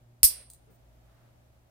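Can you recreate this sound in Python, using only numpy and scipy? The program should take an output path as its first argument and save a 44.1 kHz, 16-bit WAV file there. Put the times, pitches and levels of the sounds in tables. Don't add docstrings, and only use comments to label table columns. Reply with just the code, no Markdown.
import sys
import numpy as np
from scipy import signal
from scipy.fft import rfft, irfft
from scipy.io import wavfile

SR = 44100
rng = np.random.default_rng(int(sys.argv[2]) if len(sys.argv) > 2 else 0)


def volts_from_db(level):
    exponent = np.asarray(level, float) / 20
    return 10 ** exponent


def generate_wav(signal):
    frames = np.transpose(np.atleast_2d(signal))
    scaled = np.clip(frames, -1, 1) * 32767
    pcm = np.round(scaled).astype(np.int16)
    wavfile.write(sys.argv[1], SR, pcm)


N = 74970


def evened(x):
    return x / np.sqrt(np.mean(x ** 2) + 1e-20)


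def read(points, hz):
    f, value = np.transpose(points)
    return np.interp(np.log(hz + 1), np.log(f + 1), value)


def curve(points):
    s, db = np.transpose(points)
    return volts_from_db(np.interp(np.arange(N) / SR, s, db))


def noise(points, likeness):
    hz = np.fft.rfftfreq(N, 1 / SR)
    a, b = rfft(rng.standard_normal((2, N)))
    c = np.clip(read(likeness, hz), -1, 1)
    right = c * a + np.sqrt(1 - c ** 2) * b
    return evened(irfft(np.array([a, right]) * volts_from_db(read(points, hz)), N))


def burst(start_s, length_s, rise_s):
    t = np.arange(N) / SR - start_s
    return np.clip(t / rise_s, 0, 1) * np.clip((length_s - t) / (1.6 * rise_s), 0, 1)


def wander(top_hz):
    t = np.arange(N) / SR
    rates_hz = np.geomspace(.5, top_hz, 16)
    return evened(sum(np.sin(2 * np.pi * (f * t + rng.random())) / np.sqrt(f) for f in rates_hz))


def ring(modes, tilt=((1, 0),)):
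    t = np.arange(1500) / SR
    out = np.zeros((2, len(t)))
    for k, (hz, db, t60) in enumerate(modes):
        decay = volts_from_db(db + read(tilt, hz) - 60 * t / t60)
        phase_turns = .15 * rng.random((2, 1))
        out += (-1) ** k * decay * np.sin(2 * np.pi * (hz * t + phase_turns))
    out *= np.minimum(t / .00012, 1)
    return out / abs(out).max()


def strike(hits, response):
    return signal.fftconvolve(hits, response, axes=1)[:, :N]


def click(s, db):
    out = np.zeros((1, N))
    out[0, round(s * SR)] = volts_from_db(db)
    return out


def pair(s, db, pan_db):
    return np.vstack([click(s, db + pan_db), click(s + .0004, db)])


# start_s, level_db (peak, right port)
SNAPS = [(.2313, 3), (.2318, 1), (.2329, -2), (.2341, -6)]
# pitch_hz, level_db (relative), t60_s
JAWS = [(1150, -24, 0.0014), (2397, -23, .002), (3400, -20.5, 0.0015), (4096, -21.5, .002),
        (5180, -2.5, 0.002005), (6100, -20.5, .002), (7000, -9.5, .002), (8772, -1.5, 0.0053),
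        (9497, -0.5, 0.0015), (10110, -1.5, 0.0038), (12134, -7.5, 0.0067), (14560, -7, 0.004),
        (14800, -8.5, 0.0027), (14830, -14.5, 0.00067)]


def jaws():
    pan_db = -3.5
    hits = sum(pair(s, db, pan_db) * rng.choice([-1, 1], (2, 1)) for s, db in SNAPS)
    return strike(hits, ring(JAWS))


# pitch_hz, gain_db
CHATTER_TILT = [(1000, -32), (2500, -10.5), (4200, -1.5), (7000, -6), (10000, 5.5), (12400, 1.5),
                (15000, 5)]


def chatter():
    start_s, length_s, knocks_per_s = .2365, .017, 5000
    floor_db, spread_db, pan_db = -12.5, 2.5, -2
    t = np.arange(N) / SR - start_s
    on = (t > 0) & (t < length_s) & (rng.random((2, N)) < knocks_per_s / SR)
    level_db = floor_db + spread_db * np.minimum(rng.exponential(1, (2, N)), 3)
    knocks = on * volts_from_db(level_db) * rng.choice([-1, 1], (2, N))
    knocks[0] *= volts_from_db(pan_db)
    return strike(knocks, ring(JAWS, CHATTER_TILT))


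# pitch_hz, level_db (relative), t60_s
CRACK = [(395, -9, 0.0014), (1104, 2, 0.004), (2230, 1, .002), (3200, -0.5, .002)]


def crack():
    start_s, level_db, pan_db = .2315, -22.5, 7.5
    return strike(pair(start_s, level_db, pan_db), ring(CRACK))


# start_s, level_db (peak)
TICKS = [(.5008, -36), (.5025, -39), (.504, -43), (.5343, -41), (.5358, -45), (.5368, -45)]
# pitch_hz, level_db (relative), t60_s
BASIN = [(3560, -24.5, 0.0024), (4600, -16.5, 0.0021), (5500, -18.5, 0.0037), (6850, -1, 0.00069),
         (8250, -7.5, 0.0047), (9000, -4.5, 0.0044), (9540, -9.5, 0.0052), (12200, -10, 0.0017),
         (14200, -15, 0.0028), (14940, -11.5, 0.0028)]


def clipping():
    hits = sum(click(s, db) for s, db in TICKS)
    return strike(hits, ring(BASIN))


def jolt():
    peak_s, pitch_hz, level_db, right_db = .2442, 56, -23, -26
    rise_s, fall_s = .005, .0095
    t = np.arange(N) / SR - peak_s
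    shape = np.where(t < 0, np.exp(-.5 * (t / rise_s) ** 2), np.exp(-abs(t) / fall_s))
    return volts_from_db(level_db) * shape * np.cos(2 * np.pi * pitch_hz * t) * np.array([[1], [volts_from_db(right_db)]])


def echo(x, decays, db, delay_s, tilt=((1, 0),)):
    hz, t, z = signal.stft(rng.standard_normal((2, SR // 2)), SR, nperseg=128)
    fade_db = read(tilt, hz)[:, None] - 60 * t / read(decays, hz)[:, None]
    tail = signal.istft(z * volts_from_db(fade_db), SR, nperseg=128)[1]
    tail *= np.clip((np.arange(tail.shape[1]) / SR - delay_s) / 0.0035, 0, 1)
    return volts_from_db(db) * strike(x, tail / np.linalg.norm(tail[0]))


# pitch_hz, t60_s
BOWL = [(1000, 0.024), (3000, 0.098), (6000, 0.17), (10000, .13), (15000, 0.16)]


def basin_echo(x):
    return echo(x, BOWL, -2.5, .0012)


# pitch_hz, t60_s
WALLS = [(500, 0.452), (1500, 0.5), (3000, .42), (5000, 0.38), (7000, .26), (9500, 0.47), (11500, .2),
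         (14500, .21), (16000, .17)]
# pitch_hz, gain_db
WALL_TILT = [(500, 5), (1100, 4), (2000, 6.5), (3000, 6), (4000, 8), (5200, 2.5), (6500, 7.5), (7500, -2),
             (9500, 2), (12000, 0.5), (15000, 0)]


def wall_echo(x):
    return echo(x, WALLS, -12.5, 0.0067, WALL_TILT)


# pitch_hz, density_db_per_hz (relative)
BRUSH = [(3000, -26), (7000, -22), (9000, -11.5), (10500, -32), (13200, -26), (14600, -9), (15800, -13)]


def finger_brush():
    start_s, length_s, rise_s, level_db = .7, 0.075, .006, -70
    return volts_from_db(level_db) * noise(BRUSH, [(1, 0.2)]) * burst(start_s, length_s, rise_s)


# start_s, length_s, rise_s
RUSTLE_TIMES = [(.28, .18, .025), (.67, .075, .01), (1.04, .3, .05)]
RUSTLE_DB = [-61.5, -62.5, -74.5]
# pitch_hz, density_db_per_hz (relative)
RUSTLE = [
    [(150, -8), (300, -10.5), (550, -0.5), (1000, -12), (2200, -5), (3500, -12.5), (6000, -20)],
    [(100, -13), (170, 5), (260, -2), (450, 4.5), (700, -14.5), (2000, -19), (4000, -40)],
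    [(500, -7), (1200, 5.5), (2200, -3), (4000, -9.5), (7000, -20)],
]


def hand_rustle():
    rows = zip(RUSTLE_TIMES, RUSTLE_DB, RUSTLE)
    return sum(volts_from_db(db) * noise(colour, [(1, .5)]) * burst(*when) for when, db, colour in rows)


# pitch_hz, level_db (rms before waver and swell)
HUM = [(118.4, -64.5), (236.9, -80.5), (355.3, -87), (619.1, -85.5)]


def mains_hum():
    waver_db, waver_top_hz = 2.5, 6
    t = np.arange(N) / SR
    gain_db = waver_db * wander(waver_top_hz)
    return sum(volts_from_db(db + gain_db) * np.sqrt(2) * np.sin(2 * np.pi * (hz * t + rng.random())) for hz, db in HUM)


# time_s, level_db (rms)
RUMBLE = [
    [(0.0, -76), (0.018, -73), (0.03, -54.5), (0.04, -85), (0.054, -69), (0.072, -75), (0.096, -90),
     (0.134, -68), (0.164, -90), (0.2, -61.5)],
    [(0.3, -57), (0.412, -62.5), (0.432, -70), (0.482, -57.5), (0.522, -65), (0.548, -62), (0.592, -70),
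     (0.622, -61), (0.662, -72), (0.696, -62), (0.732, -69), (0.798, -79), (0.83, -60), (0.938, -60.5),
     (1.13, -64.5), (1.262, -95), (1.286, -74.5), (1.31, -72.5), (1.512, -61.5), (1.55, -73), (1.59, -64),
     (1.7, -79.5)],
]


def throbbing_rumble():
    pitch_hz, wander_hz, wander_top_hz = 59.2, 2.3, 30.0
    turns = np.cumsum(pitch_hz + wander_hz * wander(wander_top_hz)) / SR
    return curve(RUMBLE[0] + RUMBLE[1]) * np.sqrt(2) * np.sin(2 * np.pi * turns)


# pitch_hz, density_db_per_hz (relative)
SUB = [(15, -16.5), (35, -2), (60, -5), (90, -3), (140, -6.5), (200, -47.5)]


def low_rumble():
    return volts_from_db(-69) * noise(SUB, [(1, 0.33)])


# pitch_hz, density_db_per_hz (relative)
AIR = [(82, -15), (140, -5), (185, -10), (235, -12), (343, -11), (453, -15.5), (623, -8), (1050, -19.5),
       (1280, -20), (4480, -29.5), (15100, -33.5), (16300, -41)]
# pitch_hz, correlation (-1 to 1)
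SAME = [(60, 0.88), (180, 0.78), (550, 0.25), (1650, -0.19), (4970, -0.07), (15000, -0.31)]


def room_air():
    return volts_from_db(-66.5) * noise(AIR, SAME)


# time_s, gain_db
AIR_SWELL = [(0, -1.5), (.2, -2), (.5, -.5), (1.15, 1.4), (1.7, -1.2)]


def room_tone():
    return curve(AIR_SWELL) * (room_air() + mains_hum() + low_rumble()) + throbbing_rumble()


def scene():
    tick_feed_db, crack_feed_db = 0.5, -6.5
    snap, nail, ticks = jaws() + chatter(), crack(), clipping()
    fed = snap + volts_from_db(tick_feed_db) * ticks
    echoes = basin_echo(fed) + wall_echo(fed + volts_from_db(crack_feed_db) * nail)
    handling = jolt() + finger_brush() + hand_rustle()
    return snap + nail + ticks + echoes + handling + room_tone()


def band_limit(x):
    return signal.sosfilt(signal.butter(12, 16480, fs=SR, output="sos"), x)


# pitch_hz, gain_db
MIC = [(1000, 0), (9500, 0), (11200, -0.5), (13000, 3.5), (16000, 1)]


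def record(dry):
    edge_hz = 16150
    coloured = irfft(rfft(dry) * volts_from_db(read(MIC, np.fft.rfftfreq(N, 1 / SR))), N)
    lowpass = signal.firwin(255, edge_hz, window=("kaiser", 8), fs=SR)
    band = signal.oaconvolve(coloured, lowpass[None], "same")
    return band_limit(np.clip(band, -1, 1))


dry = scene()
out = record(dry)
generate_wav(out)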